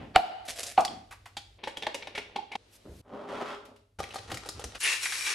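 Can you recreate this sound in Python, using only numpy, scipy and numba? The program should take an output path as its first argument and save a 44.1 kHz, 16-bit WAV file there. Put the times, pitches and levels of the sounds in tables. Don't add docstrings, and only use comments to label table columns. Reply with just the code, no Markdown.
import sys
import numpy as np
from scipy import signal
from scipy.fft import rfft, irfft
from scipy.io import wavfile
from scipy.ndimage import uniform_filter1d, map_coordinates
from numba import njit

SR = 44100
rng = np.random.default_rng(int(sys.argv[2]) if len(sys.argv) > 2 else 0)


def digitize_waveform(pressure):
    field = np.atleast_2d(pressure).T
    bounded = np.clip(field, -1, 1)
    quanta = np.round(bounded * 32767).astype(np.int16)
    wavfile.write(sys.argv[1], SR, quanta)


N = 235670
TIME = np.arange(N) / SR


def amp(db):
    return 10 ** (np.asarray(db) / 20)


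def unit(x):
    return x / np.sqrt(np.mean(x ** 2))


def add(out, start_s, sound, pan_db=0):
    i = int(start_s * SR)
    panned = amp([[pan_db / 2], [-pan_db / 2]]) * sound
    out[:, i:i + sound.shape[-1]] += panned[:, :N - i]


def gesture(start_s, db, attack_s, hold_s, release_s):
    before = np.maximum(start_s - TIME, 0) / attack_s
    after = np.maximum(TIME - start_s - hold_s, 0) / release_s
    return amp(db - 20 * (before + after))


def surges(rows, attack_s, release_s):
    body = [gesture(start, db, attack_s, hold, release_s) for start, hold, db, _ in rows]
    treble = [gesture(start, db, attack_s, hold, release_s) for start, hold, _, db in rows]
    return np.max(body, axis=0), np.max(treble, axis=0)


def wander(rate_hz):
    return 1.2 * np.interp(TIME * rate_hz, np.arange(4096), rng.standard_normal(4096))


def read_at(x, place):
    return np.array([map_coordinates(channel, [place], order=1, mode="mirror") for channel in x])


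def waver(x, depth, rate_hz):
    return read_at(x, np.arange(N) + depth * np.cumsum(wander(rate_hz)))


def scatter(x, depth_s, rate_hz):
    return read_at(x, np.arange(N) + depth_s * SR * wander(rate_hz))


def colour(x, points, size=4096):
    hz, db = np.transpose(points)
    grid_hz = np.maximum(np.arange(size // 2 + 1) * SR / size, 1)
    cepstrum = irfft(np.log(amp(np.interp(np.log(grid_hz), np.log(hz), db))))
    cepstrum[1:size // 2] *= 2
    cepstrum[size // 2 + 1:] = 0
    impulse = irfft(np.exp(rfft(cepstrum)))
    return signal.fftconvolve(x, impulse[None], axes=1)[:, :x.shape[1]]


def resonate(x, peaks):
    ringing = 0
    for hz, width_hz, db in peaks:
        ringing = ringing + amp(db) * signal.lfilter(*signal.iirpeak(hz, hz / width_hz, SR), x)
    return x + ringing


def split(x, hz, kind, order=2):
    return signal.sosfilt(signal.butter(order, hz, kind, fs=SR, output="sos"), x)


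def two_bands(x, split_hz, body_gain, treble_gain, order=2):
    body = unit(split(x, split_hz, "low", order))
    treble = unit(split(x, split_hz, "high", order))
    sign = (-1) ** (order // 2)
    return body * body_gain + sign * treble * treble_gain


def stereo(pair, width):
    return np.array([pair[0] + width * pair[1], pair[0] - width * pair[1]])


def noise(width, size=N):
    return stereo(rng.standard_normal((2, size)), width)


def grains(rate_hz, scatter_db, width):
    strength = amp(scatter_db * np.minimum(rng.exponential(size=N), np.log(100)))
    clicks = (rng.random(N) < rate_hz / SR) * rng.choice([-1, 1], N) * strength
    return stereo([clicks, clicks * rng.standard_normal(N)], width)


def ring(modes, pitch_hz, rise_s, length=1, size=4096):
    t = TIME[:size]
    tone = np.zeros(size)
    for hz, db, t60 in modes:
        decay = amp(db - 60 * t / (t60 * length))
        tone += decay * np.sin(2 * np.pi * hz * pitch_hz / modes[0][0] * t)
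    return tone * (1 - np.exp(-t / rise_s))


def ping(hz, cycles):
    turns = hz * TIME[:4096]
    return np.sin(2 * np.pi * turns) * np.exp(-turns / cycles) * (1 - np.exp(-2 * turns))


def pings(start_s, end_s, low_hz, high_hz, cycles, scatter_db, count):
    out = np.zeros((2, N))
    for when, pitch, strength, place in rng.random((count, 4)):
        small = ping(low_hz * (high_hz / low_hz) ** pitch, cycles)
        level = amp(scatter_db * strength ** 2)
        add(out, start_s + when * (end_s - start_s), level * small, 10 * (place - .5))
    return unit(out) * np.sqrt((end_s - start_s) * SR / N)


def burst(tone, decay_s, width, size=4096):
    t = TIME[:size]
    envelope = np.exp(-t / decay_s) * (1 - np.exp(-t / (0.12 * decay_s)))
    x = colour(noise(width, size) * envelope, tone)
    return x / np.sqrt(np.mean(x[:, :SR // 200] ** 2))


def puffs(rows, tone, width):
    out = np.zeros((2, N))
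    for start, db, length in rows:
        add(out, start, amp(db) * burst(tone, length / 2, width))
    return out


# frequency in Hz, gain in dB.
SPLINTER_TONE = [(2000, -26), (5000, -3), (7000, -3), (10500, -7.5), (12500, -13), (15500, -14.5)]
STRIKE_SCATTER_DB = 3.5


def taps(rows, modes, tone, peaks, clink_q, rise_s, width, pan_db):
    out = np.zeros((2, N))
    for start, click_db, ring_db, spray_db, ring_hz, clink_hz, clink_db, decay_s in rows:
        favoured = [(hz, band, db + STRIKE_SCATTER_DB * rng.standard_normal()) for hz, band, db in peaks]
        clink = (clink_hz, clink_hz / clink_q, clink_db)
        click = amp(click_db) * resonate(burst(tone, decay_s, width), favoured + [clink])
        spray = amp(spray_db) * burst(SPLINTER_TONE, 1.7 * decay_s, width)
        vessel = amp(ring_db) * ring(modes, ring_hz, rise_s)
        add(out, start, click + spray + vessel, pan_db)
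    return out


# frequency in Hz, gain in dB.
HUM_TONE = [(25, -32), (48, 3), (75, -5.5), (110, -7), (150, -21), (300, -24), (900, -40.5)]


def hum():
    rumble = unit(colour(noise(.04), HUM_TONE))
    return unit(rumble + amp(2.0) * np.sin(2 * np.pi * 99.5 * TIME))


# frequency in Hz, gain in dB.
HISS_TONE = [(100, -3), (500, 1), (1200, -12), (4000, -8), (10000, -22.5), (15000, -42.5)]


def hiss():
    return unit(colour(noise(1.0), HISS_TONE))


def kitchen(t60_low_s, t60_high_s, size=32768):
    t = TIME[:size]
    air = rng.standard_normal((2, size))
    low = split(air, 4500, "low") * np.exp(-np.log(1000) * t / t60_low_s)
    high = split(air, 4500, "high") * np.exp(-np.log(1000) * t / t60_high_s)
    tail = (low - high) * (1 - np.exp(-t / 0.00067))
    tone = [(60, -13.0), (300, 4.0), (750, -2.0), (1300, 1.0), (3000, 2.0), (6000, 3.5), (12000, 3.5)]
    return unit(colour(tail, tone)) / np.sqrt(size)


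# start in seconds, level in dB, pitch in Hz, length in seconds, left minus right in dB.
BLOW_ECHOES = [(0.800, -27.5, 780, 0.029, -13), (2.381, -29, 832, 0.022, -14)]


def blow_echo(row):
    start, db, hz, length, pan_db = BLOW_ECHOES[row]
    t, out = TIME[:4096], np.zeros((2, N))
    envelope = np.sin(np.pi * np.minimum(t / length, 1)) ** 2
    add(out, start, amp(db) * np.sin(2 * np.pi * hz * t) * envelope, pan_db)
    return out


# frequency in Hz, gain in dB.
SLICE_TONE = [(500, -16.5), (2000, -2), (6000, -1), (10000, -1), (13000, 2.5), (15500, -5.5)]
# frequency in Hz, gain in dB.
PRESS_TONE = [(25, -26), (60, -16), (200, -4.5), (564, -10), (816, -22.5), (2000, -31.5), (4400, -100)]
# frequency in Hz, gain in dB.
THUD_TONE = [(20, -19), (45, -7.5), (72, 4.5), (105, 1), (150, -9), (300, -13), (900, -71)]


def slice_ham():
    cut = gesture(2.738, db=-55, attack_s=0.041, hold_s=0.029, release_s=0.015)
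    draw = gesture(2.96, db=-60.0, attack_s=0.19, hold_s=0.045, release_s=.02)
    press = gesture(2.852, db=-45.0, attack_s=0.0077, hold_s=0.0082, release_s=0.16)
    weight = gesture(2.9, db=-52, attack_s=0.03, hold_s=0.11, release_s=0.03)
    rumble = unit(colour(noise(0.014), THUD_TONE)) * weight
    blade = unit(colour(grains(7600, 3.1, 0.24), SLICE_TONE)) * (cut + draw)
    return blade + unit(colour(grains(750, 0.87, 0.14), PRESS_TONE)) * press + rumble


# start in seconds, hold in seconds, body in dB, treble in dB.
PUSHES = [(3.078, .04, -53, -64), (3.132, 0.043, -42, -57), (3.195, 0.089, -43.5, -56.5),
          (3.297, 0.093, -41, -45), (3.408, 0.014, -36, -41.5), (3.47, 0.065, -43.5, -42),
          (3.6, 0.12, -55, -89)]
# start in seconds, level in dB, length in seconds.
TICKS = [(3.652, -49.5, 0.02), (3.760, -58, 0.02)]
# start in seconds, level in dB, pitch in Hz.
DICE = [(3.168, -35, 406), (3.328, -27.5, 550), (3.410, -29, 626), (3.512, -37, 1220)]
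# frequency in Hz, width in Hz, gain in dB.
BOARD = [(263, 45, 13.5), (416, 30, 15.5), (572, 80, 11), (800, 51, 7), (1300, 64, 5.5), (3190, 320, 3.5)]
# frequency in Hz, gain in dB.
SCRAPE_TONE = [(35, -48), (60, -25), (192, -10), (417, -9), (536, -7.5), (1190, -10.5), (1500, -22),
               (1720, -24.5), (3330, -33.5), (14000, -56)]
# frequency in Hz, gain in dB.
TOOTH_TONE = [(150, 5.5), (500, 12.5), (1500, 0.5), (2500, 5), (4200, 2.5), (6000, -3), (9000, -5)]
PUSH_ATTACK_S, PUSH_RELEASE_S, DICE_CYCLES = 0.047, 0.064, 3


def scrape_board():
    slips = colour(grains(1100, 2, 0.061), SCRAPE_TONE)
    board = waver(resonate(slips, BOARD) - slips, depth=.035, rate_hz=14)
    body, treble = surges(PUSHES, PUSH_ATTACK_S, PUSH_RELEASE_S)
    out = two_bands(slips + board, 1650, body, treble, order=4) + puffs(TICKS, TOOTH_TONE, 0.71)
    shower = pings(3.07, 3.4, low_hz=229, high_hz=1025, cycles=DICE_CYCLES, scatter_db=20, count=70)
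    out += amp(-10.5) * body * shower
    for start, db, hz in DICE:
        add(out, start, amp(db) * ping(hz, DICE_CYCLES))
    return out


# start in seconds, level in dB.
ROCKS = [(3.996, -41), (4.198, -50), (4.287, -45.5), (4.334, -38.5), (4.56, -44), (4.656, -42.5)]
# start in seconds, level in dB, pitch in Hz.
BUMPS = [(4.316, -31, 580), (4.319, -33, 337), (4.461, -36, 520), (4.594, -34, 494), (4.640, -30.5, 460)]


def rock_grater():
    sway = sum(gesture(start, db, attack_s=0.024, hold_s=0.0016, release_s=0.074) for start, db in ROCKS)
    out = unit(colour(noise(0.012), THUD_TONE)) * sway
    for start, db, hz in BUMPS:
        add(out, start, amp(db) * ping(hz, cycles=2.8))
    return out


# start in seconds, click in dB, body ring in dB, rasp in dB,
# body in Hz, tooth in Hz, tooth ring in dB, click decay constant in seconds.
CATCHES = [(3.9898, -52, -37, -49.5, 830, 2310, 4, .006), (4.0018, -34, -28, -47, 784, 1400, -2, 0.0037),
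           (4.0382, -42, -70, -63, 810, 2100, 15, .005), (4.1061, -53.5, -59, -72, 780, 2860, 18.5, 0.007),
           (4.1415, -44, -39, -46, 796, 1850, 3, 0.0088), (4.157, -41, -29.5, -48.5, 782, 4400, 4, 0.0074),
           (4.3, -48.5, -53, -55, 796, 1430, 19.5, 0.016),
           (4.3161, -32.5, -32.5, -57, 780, 4130, -6, 0.0077),
           (4.3425, -37, -42, -41, 796, 2720, 0, 0.0055), (4.3715, -41, -46, -43, 743, 2090, 9, 0.0046),
           (4.4588, -57, -40.5, -48, 820, 1350, 1, 0.0062),
           (4.4885, -36.5, -43, -34, 1200, 4400, 4, 0.0042),
           (4.5935, -50, -39.5, -46.5, 816, 3250, 9, .006),
           (4.640, -40.5, -42, -37.5, 798, 6100, 10.5, 0.0047),
           (4.7486, -47.5, -63, -60, 800, 2800, 14, 0.0099)]
# nominal frequency in Hz, level in dB, t60 in seconds.
GRATER = [(788, 3.5, 0.053), (1227, 0, 0.038), (548, -5, 0.046), (462, -1.5, 0.029), (1597, -7.5, 0.027)]
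# frequency in Hz, width in Hz, nominal gain in dB.
GRATER_WALL = [(1370, 50, 0), (1876, 28, -1), (3930, 23, -1), (5860, 130, 0)]
# frequency in Hz, gain in dB.
RASP_TONE = [(100, -18), (450, 1), (800, 4), (1000, -4), (1300, 2.5), (2000, -1.5), (4000, 3.5), (7000, -2),
             (11000, -3.5), (13500, -45)]
FIRST_BITE_S, STROKE_S = 4.0, 0.1535
BITE_BODY_DB, EASE_BODY_DB = -46.5, 20
BITE_TREBLE_DB, EASE_TREBLE_DB = -51.5, 13.5


def grate_cheese():
    strokes = (TIME - FIRST_BITE_S) / STROKE_S
    ease = np.abs(2 * ((strokes + .5) % 1) - 1)
    body = amp(BITE_BODY_DB - EASE_BODY_DB * ease)
    treble = amp(BITE_TREBLE_DB - EASE_TREBLE_DB * ease)
    jerks = amp(5 * wander(rate_hz=90))
    teeth = resonate(colour(grains(800, 2.6, 0.29) * jerks, RASP_TONE), GRATER_WALL)
    rasp = two_bands(teeth, 1940, body, treble)
    shower = pings(3.99, 4.76, low_hz=319, high_hz=1340, cycles=2.2, scatter_db=11, count=110)
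    shreds = amp(-4) * body * shower
    catches = taps(CATCHES, GRATER, TOOTH_TONE, GRATER_WALL, clink_q=4.2, rise_s=0.00094, width=0.2, pan_db=2.0)
    return rasp + shreds + rock_grater() + catches


# start in seconds, level in dB, starting pitch in Hz,
# glide in shares per second (the pitch moves at twice this), decay constant in seconds.
GULPS = [(1.672, -19.5, 504, 5.5, 0.005), (1.77, -39, 558, 0.5, 0.011), (1.869, -19, 600, 2, 0.0054),
         (1.945, -26.5, 550, 0.5, 0.009), (2.07, -35, 590, 2, 0.0076), (2.148, -34, 540, 0, .009),
         (2.18, -28.5, 406, 1.5, 0.0079), (2.364, -39, 403, -2, 0.019), (2.55, -41, 487, -16, 0.0029)]


def gulp_air():
    t, out = TIME[:4096], np.zeros((2, N))
    for start, db, hz, glide, decay_s in GULPS:
        tone = np.sin(2 * np.pi * hz * t * (1 + glide * t))
        add(out, start, amp(db) * tone * np.exp(-t / decay_s) * (1 - np.exp(-t / 0.0033)))
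    return out


# start in seconds, click in dB, bowl ring in dB, splash in dB,
# bowl in Hz, tine in Hz, tine ring in dB, click decay constant in seconds.
FORK = [(1.636, -38, -33, -55, 843, 2250, -18, 0.01), (1.6725, -40, -25, -51, 860, 1640, 13, 0.01),
        (1.7701, -39.5, -40, -45, 860, 3320, 11.5, 0.0051), (1.823, -38, -39, -51.5, 800, 2650, 12, 0.0055),
        (1.833, -40, -34.5, -54, 830, 3300, 11, 0.0054),
        (1.8669, -32.5, -19.5, -45, 841, 1650, 18.5, 0.0036),
        (1.944, -35.5, -32.5, -39, 923, 2840, 2, .006), (2.0233, -43.5, -45, -66, 830, 2230, 12, 0.0054),
        (2.0712, -41.5, -34, -54, 830, 2160, 5, 0.0048), (2.15, -40, -43, -54, 836, 2130, 4, 0.015),
        (2.1772, -34.5, -31, -47.5, 865, 2000, 5.5, 0.0069), (2.36, -35.5, -20.5, -49, 822, 3800, 2, .005),
        (2.517, -47.5, -35.5, -56.5, 850, 2140, 20, 0.0084), (2.533, -52.5, -36, -70, 800, 2200, 20, .011),
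        (2.5532, -35.5, -22, -51, 800, 2560, -13, .005)]
# nominal frequency in Hz, level in dB, t60 in seconds.
FULL_BOWL = [(851, 6.5, 0.034), (908, -9, 0.062), (790, -22, 0.053), (493, -5.5, 0.029), (417, -12, 0.02),
             (267, -11.5, 0.036), (1118, -8, 0.036), (1420, -18, 0.011), (2360, -21, 0.027)]
# frequency in Hz, width in Hz, nominal gain in dB.
FORK_STEEL = [(1430, 55, 5), (1773, 39, 8), (2185, 65, 10.5), (2760, 130, -0.5), (3210, 150, -5.5),
              (3800, 230, -5.5)]
# frequency in Hz, gain in dB.
TINE_TONE = [(200, -4), (700, -1.5), (1250, -6.5), (2300, 2.5), (3700, 2.5), (4800, -5), (6000, -8),
             (8000, -47)]
# frequency in Hz, gain in dB.
STIR_TONE = [(120, -1), (450, 11), (850, 4), (1300, -4.5), (2400, 1.5), (3800, -3.5), (6000, -24),
             (12000, -61)]
WAKE_BELOW_CLICK_DB = 8.5


def beat_egg():
    motion = gesture(1.4, db=-56.5, attack_s=0.8, hold_s=0.93, release_s=0.82)
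    for start, click_db, *_ in FORK:
        motion += gesture(start, click_db - WAKE_BELOW_CLICK_DB, attack_s=0.0058, hold_s=0.011, release_s=0.025)
    squelch = unit(colour(grains(700, 2.3, 0.33), STIR_TONE)) * motion
    clacks = taps(FORK, FULL_BOWL, TINE_TONE, FORK_STEEL, clink_q=15, rise_s=0.0032, width=0.091, pan_db=0.5)
    return squelch + gulp_air() + clacks + blow_echo(1)


# start in seconds, level in dB, length in seconds.
SPITS = [(4.854, -25, 0.018), (4.917, -33, 0.019), (5.055, -28, 0.022), (5.122, -29.5, 0.013),
         (5.266, -32.5, 0.021)]
# frequency in Hz, gain in dB.
STEAM_TONE = [(300, -33), (1200, -0.5), (2300, 10), (3200, -5.5), (10000, -12), (14000, -44)]
# frequency in Hz, gain in dB.
SQUEAL_TONE = [(7000, -28), (10700, 13), (12000, -18)]


def spit_steam():
    return puffs(SPITS, STEAM_TONE, 0.094) + puffs([(4.831, -31.5, 0.042)], SQUEAL_TONE, 0.24)


# start in seconds, hold in seconds, body in dB, treble in dB (before the pan's gains).
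BOILS = [(4.803, .02, -49, -39), (4.843, 0.049, -27.5, -44), (4.9, 0.033, -28.5, -41),
         (5.033, 0.024, -33.5, -37.5), (5.1, 0.17, -35.5, -40.5), (5.27, 0.048, -29.5, -43.5)]
# frequency in Hz, width in Hz, gain in dB.
BARE_SKILLET = [(2687, 31, 14), (2810, 40, 12.1), (1750, 52, 3.8)]
# frequency in Hz, width in Hz, gain in dB.
COVERED_SKILLET = [(2390, 58, 7), (2670, 30, 7.5), (3920, 54, 5.5), (5600, 46, 8)]
# frequency in Hz, gain in dB.
SIZZLE_TONE = [(150, -63), (267, -24.5), (401, -15.5), (649, -23), (918, -13.5), (2060, -4), (2360, -2),
               (2600, -9), (10400, 1.5), (12900, -7), (15000, -105)]
BOIL_ATTACK_S, BOIL_RELEASE_S = 0.049, 0.095
LANDING_S, LANDING_RISE_S = 4.8, 0.0044


def fry_egg():
    bursts = colour(grains(7000, 2.6, .55), SIZZLE_TONE)
    bare = resonate(bursts, BARE_SKILLET) - bursts
    loaded = resonate(bursts, COVERED_SKILLET) - bursts
    covered = np.interp(TIME, [4.93, 5.02], [0, 1])
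    iron = waver((1 - covered) * bare + covered * loaded, depth=0.003, rate_hz=20) * amp([[3], [-3]])
    body, treble = surges(BOILS, BOIL_ATTACK_S, BOIL_RELEASE_S)
    boiling = two_bands(bursts + iron, 3870, body, treble)
    crackle = amp(-9) * treble * unit(colour(grains(260, 2.6, .55), SIZZLE_TONE))
    shower = pings(LANDING_S, 5.34, low_hz=2090, high_hz=3600, cycles=4.2, scatter_db=14, count=110)
    bubbles = amp(-11) * body * shower
    landed = np.clip((TIME - LANDING_S) / LANDING_RISE_S, .25, 1)
    pan = landed * (boiling + crackle + bubbles + spit_steam())
    return pan * np.array([[.9], [-.8]]) if PAN_GAINS_ARE_DB is False else pan * amp([[.9], [-.8]])


PAN_GAINS_ARE_DB = True


# start in seconds, level in dB.
GRIPS = [(0.01, -39), (0.915, -43.5)]
# frequency in Hz, gain in dB.
HANDLING_TONE = [(24, -28.5), (40, -15.5), (248, -5.5), (400, -14.5), (735, -13.5), (1170, -25.5),
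                 (2810, -27), (10000, -64)]


def handle_bowl():
    hands = sum(gesture(start, db, attack_s=.07, hold_s=0.0038, release_s=0.15) for start, db in GRIPS)
    return unit(colour(grains(3700, 1.1, 0.62), HANDLING_TONE)) * hands


# start in seconds, level in dB, hold in seconds.
SQUEEZES = [(0.454, -50.5, 0.014), (0.484, -33.5, 0.0081), (0.56, -40.5, .02), (0.588, -37, 0.017),
            (0.636, -46.5, 0.012), (0.665, -43.5, 0.051)]
# start in seconds, click in dB, bowl ring in dB, splinter in dB,
# bowl in Hz, shell in Hz, shell ring in dB, click decay constant in seconds.
SNAPS = [(0.4848, -39, -39.5, -48, 700, 3680, 5, 0.0035), (0.5034, -40, -55, -38.5, 785, 3000, -1, .006),
         (0.6307, -40, -68.5, -33, 785, 3500, 0, 0.007), (0.664, -47, -62.5, -38, 785, 5000, 1.5, 0.0082),
         (0.8056, -41, -65.5, -36, 785, 6000, 2.5, .004),
         (0.8495, -32.5, -31, -32.5, 830, 4820, 14, 0.0037),
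         (0.8774, -49.5, -55, -69, 785, 3300, 20, 0.0045), (1.3675, -36.5, -34, -55, 812, 3250, 2.5, 0.011)]
# start in seconds, level in dB, length in seconds.
PLOPS = [(1.108, -47.5, 0.043), (1.123, -44.5, 0.023), (1.256, -46.5, 0.031)]
# nominal frequency in Hz, level in dB, t60 in seconds.
EMPTY_BOWL = [(746, 1.5, 0.076), (793, -13, 0.055), (665, -35.5, .05), (490, -22.5, 0.035),
              (230, -29.5, 0.046), (1065, -18, 0.035), (1290, -22.5, 0.03), (1426, -24, 0.03),
              (2250, -29.5, 0.04)]
# frequency in Hz, width in Hz, nominal gain in dB.
SHELL = [(3530, 450, -9.5), (4540, 560, -1.5)]
# frequency in Hz, gain in dB.
SNAP_TONE = [(200, -1), (1000, -0.5), (2000, 0), (3500, 3.5), (5200, -5.5), (7000, -5), (11000, -13.5)]
# frequency in Hz, gain in dB.
CRUNCH_TONE = [(120, -46), (200, -13), (400, -5.5), (671, 3.5), (946, -14.5), (1850, -3), (11400, -6.5),
               (15000, -24)]
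# frequency in Hz, gain in dB.
WET_TONE = [(200, -24), (500, -7.5), (950, 7), (1600, 0), (2300, 0.5), (4000, -8), (10000, -12.5)]
SQUEEZE_ATTACK_S, SQUEEZE_RELEASE_S = 0.0064, 0.052


def open_shell():
    thumbs = sum(gesture(start, db, SQUEEZE_ATTACK_S, hold, SQUEEZE_RELEASE_S) for start, db, hold in SQUEEZES)
    crunch = unit(colour(grains(1000, 2.6, 0.2), CRUNCH_TONE)) * thumbs
    snaps = taps(SNAPS, EMPTY_BOWL, SNAP_TONE, SHELL, clink_q=9, rise_s=0.0013, width=0.23, pan_db=-0.5)
    return crunch + puffs(PLOPS, WET_TONE, 0.14) + snaps


# start in seconds, ring in dB, rim in dB, crack in dB, splinter in dB, thump in dB,
# bowl in Hz, ring length as a share of the free ring, judder in dB, rattle in dB.
KNOCKS = [(0.1615, 16, 3.5, -9.5, -24.5, -14, 745, 0.47, -25, -19),
          (0.7774, -2.5, -18, -30.5, -62.5, -38.5, 759.5, 0.75, -23, -33.5)]
# frequency in Hz, level in dB, t60 in seconds.
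RIM = [(1420, -2, 0.015), (2230, -0.5, 0.008), (2890, 0, 0.009), (4280, -3, 0.0033)]
# frequency in Hz, level in dB, t60 in seconds.
COUNTER = [(42, -1.5, 0.067), (72, -2, 0.078), (125, -4, 0.051), (185, 6, 0.025)]
# frequency in Hz, gain in dB.
CRACK_TONE = [(100, -10), (500, -3), (1400, -3.5), (3000, -7.5), (4300, -7.5), (6000, -26), (9000, -38.5)]
# frequency in Hz, gain in dB.
JUDDER_TONE = [(100, -18), (250, -7.5), (360, -9.5), (490, -0.5), (600, -6.5), (900, -3), (1150, 1),
               (1450, -10), (1750, -23.5), (2500, -13.5), (8000, -54.5)]
# frequency in Hz, gain in dB.
RATTLE_TONE = [(250, -35), (560, -24), (650, -1), (760, -1.5), (870, -3), (990, -29.5), (2500, -39.5)]
JUDDER_DECAY_S, RATTLE_DECAY_S = 0.017, 0.024


def knock_egg():
    out = np.zeros((2, N))
    lead_in = unit(colour(grains(5000, 1.5, .3), CRACK_TONE))
    for (start, ring_db, rim_db, crack_db, splinter_db, thump_db,
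         bowl_hz, length, judder_db, rattle_db) in KNOCKS:
        crack_s = start - .002
        out += lead_in * gesture(crack_s, crack_db - 11, attack_s=0.01, hold_s=0, release_s=.004)
        add(out, crack_s, amp(crack_db) * burst(CRACK_TONE, 0.012, 0.1))
        add(out, crack_s, amp(splinter_db) * burst(SPLINTER_TONE, .0025, .3))
        add(out, start - .0006, amp(rim_db) * ring(RIM, RIM[0][0], 0.00045), pan_db=2.0)
        add(out, start, amp(ring_db) * ring(EMPTY_BOWL, bowl_hz, 0.0043, length), pan_db=-3)
        add(out, start, amp(judder_db) * burst(JUDDER_TONE, JUDDER_DECAY_S, .15))
        rattle = burst(RATTLE_TONE, RATTLE_DECAY_S, 0.9, size=16384)
        add(out, start + .005, amp(rattle_db) * rattle)
        add(out, start, amp(thump_db) * ring(COUNTER, COUNTER[0][0], 0.006))
    return out


def crack_egg():
    return handle_bowl() + knock_egg() + open_shell() + blow_echo(0)


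CUTS = [0, 1.585, 2.564, 3.015, 3.988, 4.783, 5.4]
# room in dB, hum in dB, hiss in dB.
SHOTS = [(-7, -59.5, -67), (-5, -65.5, -88), (-6.5, -67.5, -61), (-1.5, -66, -84), (-4, -57.5, -55.5),
         (-7, -65, -62)]


def scene():
    room = kitchen(t60_low_s=0.53, t60_high_s=0.36)
    low_hum, background_hiss = hum(), hiss()
    actions = [crack_egg(), beat_egg(), slice_ham(), scrape_board(), grate_cheese(), fry_egg()]
    out = np.zeros((2, N))
    for action, start, end, (room_db, hum_db, hiss_db) in zip(actions, CUTS, CUTS[1:], SHOTS):
        tail = signal.fftconvolve(action, room, axes=1)[:, :N]
        wet = scatter(tail, depth_s=.000045, rate_hz=300) * amp(room_db)
        add(wet, .031, amp(-22.0) * action)
        on = uniform_filter1d(1. * ((TIME >= start) & (TIME < end)), size=128)
        out += on * (action + wet + amp(hum_db) * low_hum + amp(hiss_db) * background_hiss)
    return out


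@njit
def follow(x, attack_s, release_s):
    out, level = np.empty(len(x)), 0.
    for i in range(len(x)):
        level += (x[i] - level) / (SR * (attack_s if x[i] > level else release_s))
        out[i] = level
    return out


# frequency in Hz, side gain in dB.
WIDTH = [(40, -25), (130, -11), (300, -11.5), (650, 1.5), (9000, -2.5), (13000, -4.5)]
TOP_HZ = 15800


def record(dry):
    loudness = follow(np.abs(dry).max(axis=0), 0.0046, 0.14)
    ahead = np.roll(loudness, -64)
    left, right = dry * np.minimum(1, amp(-13.0) / (ahead + 1e-9))
    side = colour((left - right)[None] / 2, WIDTH)[0]
    pair = stereo([(left + right) / 2, side], 0.88)
    soft = colour(pair, [(1000, -0.5), (11000, -2.5), (12500, -6.5), (14000, -21.5)])
    return signal.sosfilt(signal.ellip(8, .2, 70, TOP_HZ, fs=SR, output="sos"), soft)


dry = scene()
out = record(dry)
digitize_waveform(out)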